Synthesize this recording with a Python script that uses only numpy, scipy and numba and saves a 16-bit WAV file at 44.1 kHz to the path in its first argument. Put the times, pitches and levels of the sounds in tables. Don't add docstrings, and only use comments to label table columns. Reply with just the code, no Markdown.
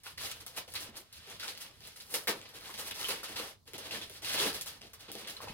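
import sys
import numpy as np
from scipy import signal
from scipy.fft import rfft, irfft, next_fast_len
from scipy.io import wavfile
from scipy.ndimage import uniform_filter1d, map_coordinates
from numba import njit

SR = 44100
rng = np.random.default_rng(int(sys.argv[2]) if len(sys.argv) > 2 else 0)


def level_to_linear(level):
    exponent = np.asarray(level, float) / 20
    return 10 ** exponent


def digitize_waveform(pressure):
    field = np.atleast_2d(pressure).T
    bounded = np.clip(field, -1, 1)
    quanta = np.round(bounded * 32767).astype(np.int16)
    wavfile.write(sys.argv[1], SR, quanta)


N = 243873

SPOTS = 6
BARE_SPOTS = 2


def paper():
    # (lowest pitch [Hz], highest pitch [Hz], rate [pops/s], ringing [cycles],
    # size scatter [dB], tick level [dB], flicker [dB], loudness [dB])
    pops = [
        (154, 670, 610, 5.6, 2, -20, 3.5, -1),
        (629, 1906, 1600, 11.6, 2.0, -5, 2.5, -0.64),
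        (1800, 6500, 4000, 4.1, 2.5, 3.5, 3, -1),
        (5980, 18840, 7200, 2.77, 2, 6.5, 4.5, -0.5),
    ]
    # (time [s], fibre peak [dB], scratch above
    # it [dB])
    ticks = [(0.0351, -41.0, -2.0), (0.0398, -41.0, -9.0), (0.1772, -36.0, 4.0), (0.1815, -34.0, 1.0),
             (0.3625, -38.0, -7.0), (0.4068, -47.0, 6.0), (0.4109, -38.0, -21.0),
             (0.4651, -28.0, -13.0), (0.4695, -35.0, 4.0), (0.4735, -32.0, -8.0),
             (0.4798, -41.0, 10.0), (0.5626, -41.0, -4.0), (0.5721, -36.0, -8.0),
             (0.6787, -43.0, 4.0), (0.6837, -42.0, -7.0), (0.7033, -40.0, -11.0),
             (0.7238, -38.0, -13.0), (0.7388, -24.0, -6.0), (0.7438, -34.0, -11.0),
             (0.7473, -32.0, -14.0), (0.7544, -28.0, 1.0), (0.8368, -41.0, 3.0),
             (0.8446, -35.0, -18.0), (0.8971, -43.0, -16.0), (0.9238, -58.0, -2.0),
             (0.9567, -66.0, 23.0), (0.9688, -35.0, -8.0), (0.9739, -38.0, -11.0),
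             (0.9778, -34.0, -21.0), (1.0056, -40.0, -9.0), (1.0144, -43.0, -14.0),
             (1.1269, -36.0, -4.0), (1.1322, -41.0, -12.0), (1.2907, -44.0, -7.0),
             (1.2995, -56.0, 23.0), (1.3669, -46.0, -14.0), (1.3977, -36.0, 1.0),
             (1.4027, -38.0, 1.0), (1.4752, -27.0, -2.0), (1.5511, -57.0, 26.0),
             (1.5759, -27.0, -2.0), (1.5805, -38.0, 8.0), (1.6157, -39.0, 5.0), (1.7118, -52.0, 12.0),
             (1.8061, -44.0, 6.0), (1.8662, -36.0, -1.0), (1.8734, -32.0, -6.0),
             (1.974, -38.0, -17.0), (2.0235, -42.0, -8.0), (2.1399, -19.0, -13.0),
             (2.1447, -21.0, -12.0), (2.2364, -38.0, -14.0), (2.241, -34.0, -10.0),
             (2.2723, -19.0, 0.0), (2.4151, -43.0, 13.0),
             (2.4914, -41.0, -6.0), (2.5393, -46.0, 0.0), (2.5584, -50.0, 14.0), (2.5871, -62.0, 28.0),
                  (2.6039, -41.0, -1.0), (2.6096, -36.0, 1.0), (2.6865, -38.0, -19.0),
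                  (2.6911, -39.0, -5.0), (2.7403, -39.0, 8.0), (2.7787, -34.0, 4.0), (2.9124, -42.0, 16.0),
                  (2.9168, -36.0, -15.0), (3.0855, -23.0, -9.0), (3.094, -23.0, -15.0),
                  (3.1237, -28.0, -5.0), (3.1321, -31.0, -10.0), (3.1971, -47.0, -7.0),
                  (3.2326, -32.0, 1.0), (3.2416, -29.0, -21.0), (3.2671, -38.0, -10.0),
                  (3.2854, -34.0, 3.0), (3.2937, -34.0, -22.0), (3.3514, -45.0, 7.0),
                  (3.6763, -46.0, -10.0), (3.7346, -28.0, 0.0), (3.7403, -36.0, -16.0),
                  (3.7809, -30.0, 0.0), (3.8697, -35.0, 1.0), (4.033, -40.0, 11.0), (4.0972, -32.0, -1.0),
                  (4.1387, -36.0, -7.0), (4.1445, -38.0, -13.0), (4.2204, -36.0, 2.0),
                  (4.2255, -40.0, -1.0), (4.5298, -30.0, 1.0), (4.5516, -40.0, 9.0), (4.611, -22.0, -2.0),
                  (4.621, -29.0, -9.0), (4.8172, -48.0, 18.0), (4.8698, -64.0, 27.0), (4.9339, -37.0, -3.0),
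                  (4.9386, -39.0, -10.0), (4.9949, -43.0, -3.0), (5.0, -48.0, -10.0), (5.0087, -51.0, 15.0),
                  (5.1169, -24.0, -1.0), (5.1531, -29.0, 1.0), (5.2496, -52.0, 17.0), (5.2744, -38.0, 1.0),
                  (5.279, -40.0, -1.0), (5.2831, -41.0, -12.0), (5.298, -31.0, -2.0),
                  (5.4185, -35.0, -10.0), (5.4334, -41.0, 6.0), (5.4847, -50.0, 13.0),
             (1.432, -52, 8), (1.481, -33, 9), (2.278, -20, -7), (2.284, -20, -9), (2.294, -26, -1),
                  (2.908, -38, 6), (2.9565, -42, -10), (2.9604, -31, 5), (3.013, -25, 2), (3.03, -28, 5),
                  (3.0426, -25, -3), (3.09, -18, -17), (4.2458, -31, -6), (4.2508, -31, -8),
                  (4.298, -29, 3), (4.352, -30, 5), (4.3775, -27, 3), (4.394, -31, 0), (4.408, -25, -6),
                  (4.4647, -22, 2), (4.478, -21, 0)]
    tick_s, tick_db, scratch_db = np.transpose(ticks)
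    count = len(tick_s)
    crease_db = scratch_db - 9
    tick_over_db = [crease_db, crease_db, scratch_db, 0]
    tick_spot, tick_start = np.arange(count) % BARE_SPOTS, (tick_s * SR).astype(int)
    rebound = 0.32

    cracks = [(np.zeros(count), 0.63)]
    for j, wait in enumerate(rng.random((3, count))):
        cracks.append((wait * 0.0012, (-1) ** j * level_to_linear(-2) * (1 - wait)))

    drive_db = 10 * np.log10(effort())
    usual_db = np.median(drive_db, axis=1)
    swing_db = drive_db - usual_db[:, None]
    hand = np.tanh(walk(45))

    place, moment, luck = rng.random((int(90 * N / SR), 3)).T
    small_spot, small_start = (place * SPOTS).astype(int), (moment * (N - 1)).astype(int)
    small_db = 1 - 1.5 * np.log(luck + .04)

    out = 0
    for k, (lo_hz, hi_hz, rate, cycles, scatter_db, sharp_db, flicker_db, loud_db) in enumerate(pops):
        when, pitch, luck, place = rng.random((int(rate * N / SR), 4)).T
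        start = (when * N).astype(np.int64)
        hz = lo_hz * (hi_hz / lo_hz) ** pitch
        lean = k + 1.3 * (pitch - .5)
        level_db = usual_db[k] + map_coordinates(swing_db, [lean, start], order=1, mode="nearest")
        size = level_to_linear(-scatter_db * np.log(luck + 0.001))
        size *= np.sqrt(SR / rate / np.mean(size ** 2))
        size *= level_to_linear(level_db + loud_db + flicker_db * hand[start])
        pole = np.exp((2j * np.pi - np.log(1000) / 2 / cycles) * hz / SR)
        swarm = ring(start, (place * SPOTS).astype(np.int64), pole, size, (SPOTS, N))

        band_share = SR / 2 / (hi_hz - lo_hz)
        crack = level_to_linear(tick_db + tick_over_db[k] + sharp_db) * band_share
        for late, share in cracks:
            at = tick_start + (late * SR).astype(int)
            swarm[tick_spot, at] += share * crack
            swarm[tick_spot, at + 1] -= rebound * share * crack
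        crackle = level_to_linear(drive_db[k, small_start] + small_db + sharp_db)
        swarm[small_spot, small_start] += crackle * np.sqrt(band_share)

        band = signal.butter(2, [0.7 * lo_hz, 0.92 * hi_hz], "band", fs=SR, output="sos")
        out = out + signal.sosfilt(band, swarm)
    return out


def effort():
    # (middle [s], scratch level [dB], length [s],
    # bulk: folds above scratch [dB], fibres above scratch [dB])
    pulls = [(0.249, -43, 0.076, -13.5, -1), (0.393, -55.5, 0.047, -7, -1), (0.585, -53, 0.055, -8, -2.5),
             (0.791, -49, 0.05, -12, 3), (0.904, -55, 0.14, -1.5, -11), (1.315, -55.5, 0.37, -19, -12),
             (1.576, -53.5, 0.2, -11.5, -1.5), (1.692, -58, 0.02, -2, -15), (1.88, -52.5, 0.066, -28, -2),
             (2.168, -53.5, 0.1, -0.5, 8), (2.426, -55.5, 0.13, -10, -7), (2.624, -52, 0.14, -5, -2.5),
             (2.84, -47.5, 0.1, -6, 2.5), (3.032, -43.5, 0.075, -9, -2.5), (3.252, -50, 0.3, -8, -11),
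             (3.409, -44, 0.052, -1, 2.5), (3.868, -47, 0.16, -5.5, -4), (4.138, -56.5, 0.08, -19, -0.5),
             (4.316, -38, 0.063, -18.5, -2), (4.403, -33.5, 0.053, -6, -3), (4.466, -33.5, 0.02, -6, 1),
             (4.258, -52, 0.018, 1, -1.5), (3.068, -45.5, 0.036, -9, 5.5), (2.35, -55, 0.022, 3.5, 0),
             (2.075, -62, 0.028, -3, 8), (4.002, -54, 0.022, -6, -18), (4.725, -54.5, 0.064, -4.5, -10),
             (5.042, -54, 0.064, -8, -16), (5.167, -49, 0.035, -30, -0.5), (5.343, -52.5, 0.33, -4, -24)]
    # (snap time [s], length [s], depth [dB])
    hushes = [(0.1745, 0.063, 13), (0.455, 0.051, 0), (0.681, 0.028, 4), (0.744, 0.023, 5),
              (1.126, 0.069, 7), (1.393, 0.03, -1), (1.476, 0.018, 4), (1.568, 0.034, 3), (1.8, 0.055, 2),
              (2.273, 0.019, -1.5), (2.94, 0.033, 14), (3.072, 0.018, 1), (3.235, 0.047, 8.5),
              (3.35, 0.033, 4), (3.7407, 0.019, 8), (4.095, 0.026, 4), (4.2186, 0.033, 10),
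              (4.526, 0.061, 2.5), (4.605, 0.013, 6), (4.665, 0.026, 0), (4.832, 0.03, 1),
              (4.947, 0.035, 4.5), (5.12, 0.021, 10), (5.253, 0.028, 3), (5.403, 0.022, 3),
              (0.928, 0.056, 10), (1.08, .08, -4), (2.598, 0.026, 8), (3.157, 0.016, 3), (3.779, .02, 7),
              (4.894, .04, 5), (0.563, .03, -1), (3.03, 0.0092, 2), (3.669, 0.018, 3), (2.95, 0.022, -1)]
    # (time [s], scratch level [dB], swarm t60 [s], bulk: folds above scratch [dB])
    rips = [(0.0335, -52.5, 0.43, -13), (0.4632, -47, 0.14, -11.5), (0.563, -43.5, 0.17, -11),
            (0.737, -49.5, 0.17, -5), (.9688, -50.5, .12, -21), (1.126, -55, 0.29, -21),
            (1.575, -47, 0.016, -73), (1.8721, -48.5, 0.091, -16), (1.958, -57, 0.26, -12),
            (2.1394, -36, 0.2, -11.5), (2.5381, -62, 0.06, -8), (3.781, -43, 0.06, -20),
            (4.6104, -33.5, 0.05, -37), (4.933, -48.5, 0.091, -11), (5.117, -44, 0.11, -25),
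            (5.2965, -50.5, 0.43, -21), (5.408, -53, 0.42, -1)]
    # (time [s], scratch level [dB], swarm t60 [s], bulk [dB])
    buckles = [(0.0547, -38, 0.1, -45), (0.066, -37.5, 0.095, -41), (0.241, -39, 0.025, -6),
               (0.404, -36, 0.016, -21), (0.572, -30.5, 0.04, -2), (0.6774, -44.5, 0.076, -4),
               (1.265, -55.5, 1, 0), (1.2973, -49.5, 0.26, -9), (1.425, -40.5, 0.27, -15.5),
               (2.272, -26.5, 0.17, -4), (2.607, -50, 0.39, -32), (2.698, -38, 0.049, -30),
               (3.083, -36.5, 0.35, -7.5), (3.104, -27.5, 0.06, -9), (3.231, -40, 0.2, -25),
               (3.356, -35, 0.4, -29), (3.673, -50, 0.13, -9), (4.095, -43, 0.053, 3.5),
               (5.153, -44.5, 0.034, 20)]
    # (time [s], scratch level [dB], swarm t60 [s], bulk [dB])
    scrapes = [(0, -61, 0.1, -29), (0.178, -38, 0.11, -36), (.313, -27.5, 0.027, -43),
               (0.7543, -34.5, 0.15, -23), (1.198, -53.5, 0.2, -32), (1.396, -40.5, 0.29, -15),
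               (1.478, -36, 0.13, -12.5), (1.803, -53.5, 0.62, -3), (1.849, -49, 0.26, -6),
               (2, -46, 0.14, -30), (2.415, -57, 0.05, 12), (2.739, -37.5, 0.05, -9),
               (2.91, -23, 0.017, -18), (3.7339, -41, 0.17, 4), (3.7529, -34, 0.037, -3),
               (3.9087, -34.5, 0.36, -5.5), (4.0123, -41, 0.11, -9), (4.0322, -46, 0.075, -18),
               (4.1435, -51, 0.13, -6), (4.2184, -61, 0.16, -6), (4.245, -36, 1, -41),
               (4.378, -27.5, 0.14, -24), (4.81, -45.5, 0.19, 1.5), (4.868, -51.5, 0.13, -12),
               (5.2725, -37.5, 0.12, -26), (5.369, -37, 0.038, -24)]
    # (time [s], scratch level [dB], swarm t60 [s], bulk [dB])
    crumples = [
        (0.613, -40.5, 0.066, -6),
        (1.549, -38, 0.056, -14),
        (2.451, -36.5, 0.055, -9),
        (3.29, -54.5, 0.22, 7),
        (4.455, -30, 0.11, 1),
        (5.079, -42, 0.27, 4.5),
        (5.2485, -42, 0.065, -13),
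        (5.482, -35, 0.029, -10),
    ]
    # (time [s], scratch level [dB], swarm t60 [s], bulk [dB])
    swells = [
        (.95, -46.5, 0.18, -7),
        (1.603, -35, 0.078, -36),
        (2.776, -32.5, 0.14, -5),
        (2.945, -43.5, 1, -17),
        (3.66, -53, 0.076, 0),
        (4.535, -35, 0.28, -7),
        (4.656, -37.5, 0.28, -26),
        (4.992, -47.5, 0.13, -37),
    ]
    # (creases above scratch [dB], share of the bulk that creases follow [0-1],
    # fibres above scratch [dB], rise [s])
    kinds = [
        (11.5, 1, 5.5, 0.00047),
        (-1.5, .02, -4, 0.0044),
        (-8.5, 0.18, -8, 0.0016),
        (-7, .05, -31, 0.0047),
        (-1.5, 0.15, 2.5, 0.018),
    ]
    # (start [s], end [s])
    still = (3.514, 3.655)
    rest_db, rise_db_s, fall_db_s, settle_db_s = -74.5, 190, 256, 244

    t = np.arange(N) / SR
    power = np.full((4, N), level_to_linear(rest_db) ** 2)
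    for middle, db, length, bulk_db, fibre_db in pulls:
        near = slice(max(int((middle - .6) * SR), 0), int((middle + .6) * SR))
        early, late = middle - length / 2 - t[near], t[near] - middle - length / 2
        shape_db = db - np.maximum(np.maximum(early * rise_db_s, late * fall_db_s), 0)
        over_db = np.array([[bulk_db], [0.43 * bulk_db], [0], [fibre_db]])
        power[:, near] += (level_to_linear(shape_db) * level_to_linear(over_db)) ** 2

    for snaps, colour in zip((rips, buckles, scrapes, crumples, swells), kinds):
        crease_db, share, fibre_db, rise = colour
        for s, db, t60, bulk_db in snaps:
            start = int(s * SR)
            swarm = power[:, start:start + int(t60 * SR)]
            over_db = np.array([[bulk_db], [crease_db + share * bulk_db], [0], [fibre_db]])
            since = t[:swarm.shape[1]]
            fade = level_to_linear(db - 60 * since / t60) * np.minimum(since / rise, 1)
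            swarm += (fade * level_to_linear(over_db)) ** 2

    hush_db = np.zeros(N)
    for s, length, depth_db in hushes:
        hush_db += max(depth_db, 0) * np.clip(1 - (s - t) / length, 0, 1) * (t < s)
    hush_share = np.array([[1], [1], [1], [1.7]])
    settle_db = settle_db_s * (t - still[0]) * (t > still[0]) * (t < still[1])
    return power * level_to_linear(-hush_db * hush_share - settle_db) ** 2


def walk(rate):
    k = int(SR / rate)
    steps = np.repeat(rng.standard_normal(N // k + 1), k)
    return 1.7 * uniform_filter1d(uniform_filter1d(steps, k), k)[:N]


@njit
def ring(start, spot, pole, size, shape):
    out = np.zeros(shape)
    for k in range(len(start)):
        z = size[k] * np.sqrt(2 * (1 - abs(pole[k]) ** 2)) + 0j
        end = min(shape[1], start[k] + int(-6 / np.log(abs(pole[k]))))
        for i in range(start[k], end):
            z *= pole[k]
            out[spot[k], i] += z.imag
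    return out


def panels():
    # (time [s], peak level [dB], pitch [Hz])
    strikes = [(0.0657, -29, 1430), (0.1805, -30, 1980), (2.2724, -20, 1800), (2.2757, -19.5, 2210),
               (2.2874, -31, 1140), (2.6948, -31, 1063), (3.2321, -29, 1360), (5.4041, -28.5, 1070),
               (5.4735, -28.5, 934), (0.7532, -28, 4100), (0.7744, -45, 3800), (1.4344, -39, 2980),
               (2.2722, -32, 3900), (2.2765, -28, 4150), (2.283, -32, 2370), (4.0143, -31, 3480),
               (1.4316, -44, 2330), (4.30, -34, 1490), (4.345, -27, 1660), (4.415, -31, 1300),
               (3.0445, -21, 3060), (4.3994, -21, 3350), (5.4834, -34.5, 2570), (0.0653, -36, 2600),
               (0.1815, -39, 1540), (0.1994, -35, 2740), (0.2694, -33, 2120), (0.3194, -43, 2530),
               (0.5774, -37, 2970), (1.4316, -29, 1470), (1.4894, -45, 4030), (2.2864, -24, 1460),
               (2.2944, -24.5, 1880), (2.795, -42, 2910), (3.1103, -26.5, 2940), (3.3672, -32, 4200),
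               (3.9095, -27.5, 2670), (3.9494, -27, 1770), (4.3774, -21, 3400), (4.4094, -27, 3350),
               (4.4394, -24, 2610), (4.4694, -28, 1700), (5.3672, -31, 4100), (0.6785, -44, 520),
               (2.287, -27, 497), (2.33, -35.5, 493), (2.29, -27, 1090), (4.475, -35, 780),
               (4.40, -21, 4300), (4.35, -29, 444), (4.455, -24.5, 406), (4.40, -30, 390),
               (4.43, -31.5, 446), (4.48, -34, 358), (0.574, -51, 430), (0.889, -36.5, 245),
               (2.141, -32.5, 500), (2.799, -41, 507), (3.103, -30.5, 518), (3.399, -33, 437),
               (5.089, -52, 477), (5.152, -31, 400), (5.436, -31.5, 630), (5.499, -28, 141)]
    s, peak_db, hz = np.transpose(strikes)
    cycles = 11 * np.sqrt(hz / 1000)
    pole = np.exp((2j * np.pi - np.log(1000) / 2 / cycles) * hz / SR)
    size = level_to_linear(peak_db - 1.5) / np.sqrt(2 * (1 - abs(pole) ** 2))
    return ring((s * SR).astype(np.int64), np.arange(len(s)) % SPOTS, pole, size, (SPOTS, N))


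def room(spots):
    # (frequency [Hz], level [dB])
    tone = [(150, -9), (330, -4), (500, 3), (720, -4.5), (1500, -2), (2300, -0.4), (3500, 3.5), (5000, 4.5),
            (7400, -0.5), (9700, 3.5), (12000, 2.5), (15500, -1)]
    # (frequency [Hz], left minus right [dB])
    port_balance = [(150, -0.5), (500, 0.5), (1200, 1.5), (2500, 0.1), (5000, -1.5), (8000, 5.5),
                    (10000, -6.5), (13000, 6)]
    size, heard = next_fast_len(N + SR // 2), 0
    hz = np.arange(size // 2 + 1) * SR / size
    for k, x in enumerate(spots):
        lag = 3.9 + 1.2 * rng.standard_normal()
        direct = np.exp(-2j * np.pi * hz / SR * np.array([[0], [lag]]))
        echo_db = -6 if k < BARE_SPOTS else 0
        heard = heard + rfft(x, size) * (direct + level_to_linear(echo_db) * rfft(echoes(SR // 2), size))
    sides_db = on_log(port_balance, hz) * np.array([[.5], [-.5]])
    return irfft(heard * level_to_linear(on_log(tone, hz) - 3.5 + sides_db), size)[:, :N]


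def echoes(length):
    # (frequency [Hz], t60 [s], echo over direct sound [dB], likeness of left and right [0-1])
    bands = [(300, .27, 2.0, .87), (1000, .23, 2.5, .12), (3300, .2, 1.5, .02), (10000, .125, 1.0, 0)]
    t, hz = np.arange(length) / SR, np.arange(length // 2 + 1) * SR / length
    noise, tail = pair(length, on_log(bands, hz, column=3)), 0
    early = level_to_linear(3 - 60 * t / .06)
    onset = np.clip((t - .003) / 0.0024, 0, 1)
    for k, (_, t60, echo_db, _) in enumerate(bands):
        share = on_log([(row[0], j == k) for j, row in enumerate(bands)], hz)
        fade = (level_to_linear(-60 * t / t60) + early) * onset
        tail = tail + level_to_linear(echo_db) * irfft(noise * share, length) * fade / np.sqrt(np.sum(fade ** 2))
    return tail


def on_log(table, hz, column=1):
    table = np.array(table, float)
    return np.interp(np.log(np.maximum(hz, 1)), np.log(table[:, 0]), table[:, column])


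def pair(length, likeness):
    mid, side = rfft(rng.standard_normal((2, length)))
    alike = np.clip(likeness, 0, 1)
    opposite = side * np.array([[1], [-1]])
    return (np.sqrt(1 + alike) * mid + np.sqrt(1 - alike) * opposite) / np.sqrt(2)


def fire():
    # (time [s], rumble level [dB])
    flames = [(0.0, -75), (0.17, -59), (0.66, -66.5), (0.72, -59.5), (0.98, -63.5), (1.08, -76), (1.2, -59),
              (1.26, -70), (1.35, -60.5), (1.43, -69.5), (1.86, -63), (2.0, -74), (2.11, -65.5),
              (3.46, -63.5), (3.569, -68), (4.47, -59), (5.24, -68.5), (5.53, -56)]
    # (frequency [Hz], level [dB per Hz])
    rumble_tone = [(20, -17), (40, -4), (70, -1.5), (100, 3.5), (130, -4.5), (200, -11), (400, -22),
                   (800, -71)]
    # (frequency [Hz], likeness of left and right [0-1], left minus right [dB])
    rumble_sides = [(30.2, 0.5, 6), (61.4, 0.86, -7.5), (130, 1, -1)]
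    # (frequency [Hz], level [dB per Hz])
    hiss_tone = [(150, -9), (250, -7.5), (330, -20.5), (1000, -17.5), (2200, -40), (4190, -19.5),
                 (7190, -27.5), (16000, -30)]
    size = next_fast_len(N)
    hz = np.arange(size // 2 + 1) * SR / size
    sides = level_to_linear(on_log(rumble_sides, hz, column=2) * np.array([[.5], [-.5]]))
    rumble = pair(size, on_log(rumble_sides, hz)) * level_to_linear(on_log(rumble_tone, hz)) * sides
    rumble = irfft(rumble, size)[:, :N]
    hiss = irfft(pair(size, 0.11) * level_to_linear(on_log(hiss_tone, hz)), size)[:, :N]
    swell = level_to_linear(np.interp(np.arange(N) / SR, *np.transpose(flames)))
    return rumble / np.std(rumble) * swell + hiss / np.std(hiss) * level_to_linear(-71)


def scene():
    return room(paper() + panels()) + fire()


def band_limit(x):
    return signal.sosfilt(signal.butter(12, 16820, fs=SR, output="sos"), x)


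def record(dry):
    ceiling, gate_db, gate_depth, top_hz = .2, -74, 0.55, 15780
    loudness = np.sqrt(uniform_filter1d(np.mean(dry ** 2, axis=0), SR // 40) + 1e-12)
    gated = dry * np.minimum(loudness / level_to_linear(gate_db), 1) ** gate_depth
    rounded = ceiling * np.tanh(gated / ceiling)
    cut = signal.sosfilt(signal.ellip(8, .2, 50, top_hz, fs=SR, output="sos"), rounded)
    return band_limit(cut)


dry = scene()
out = record(dry)
digitize_waveform(out)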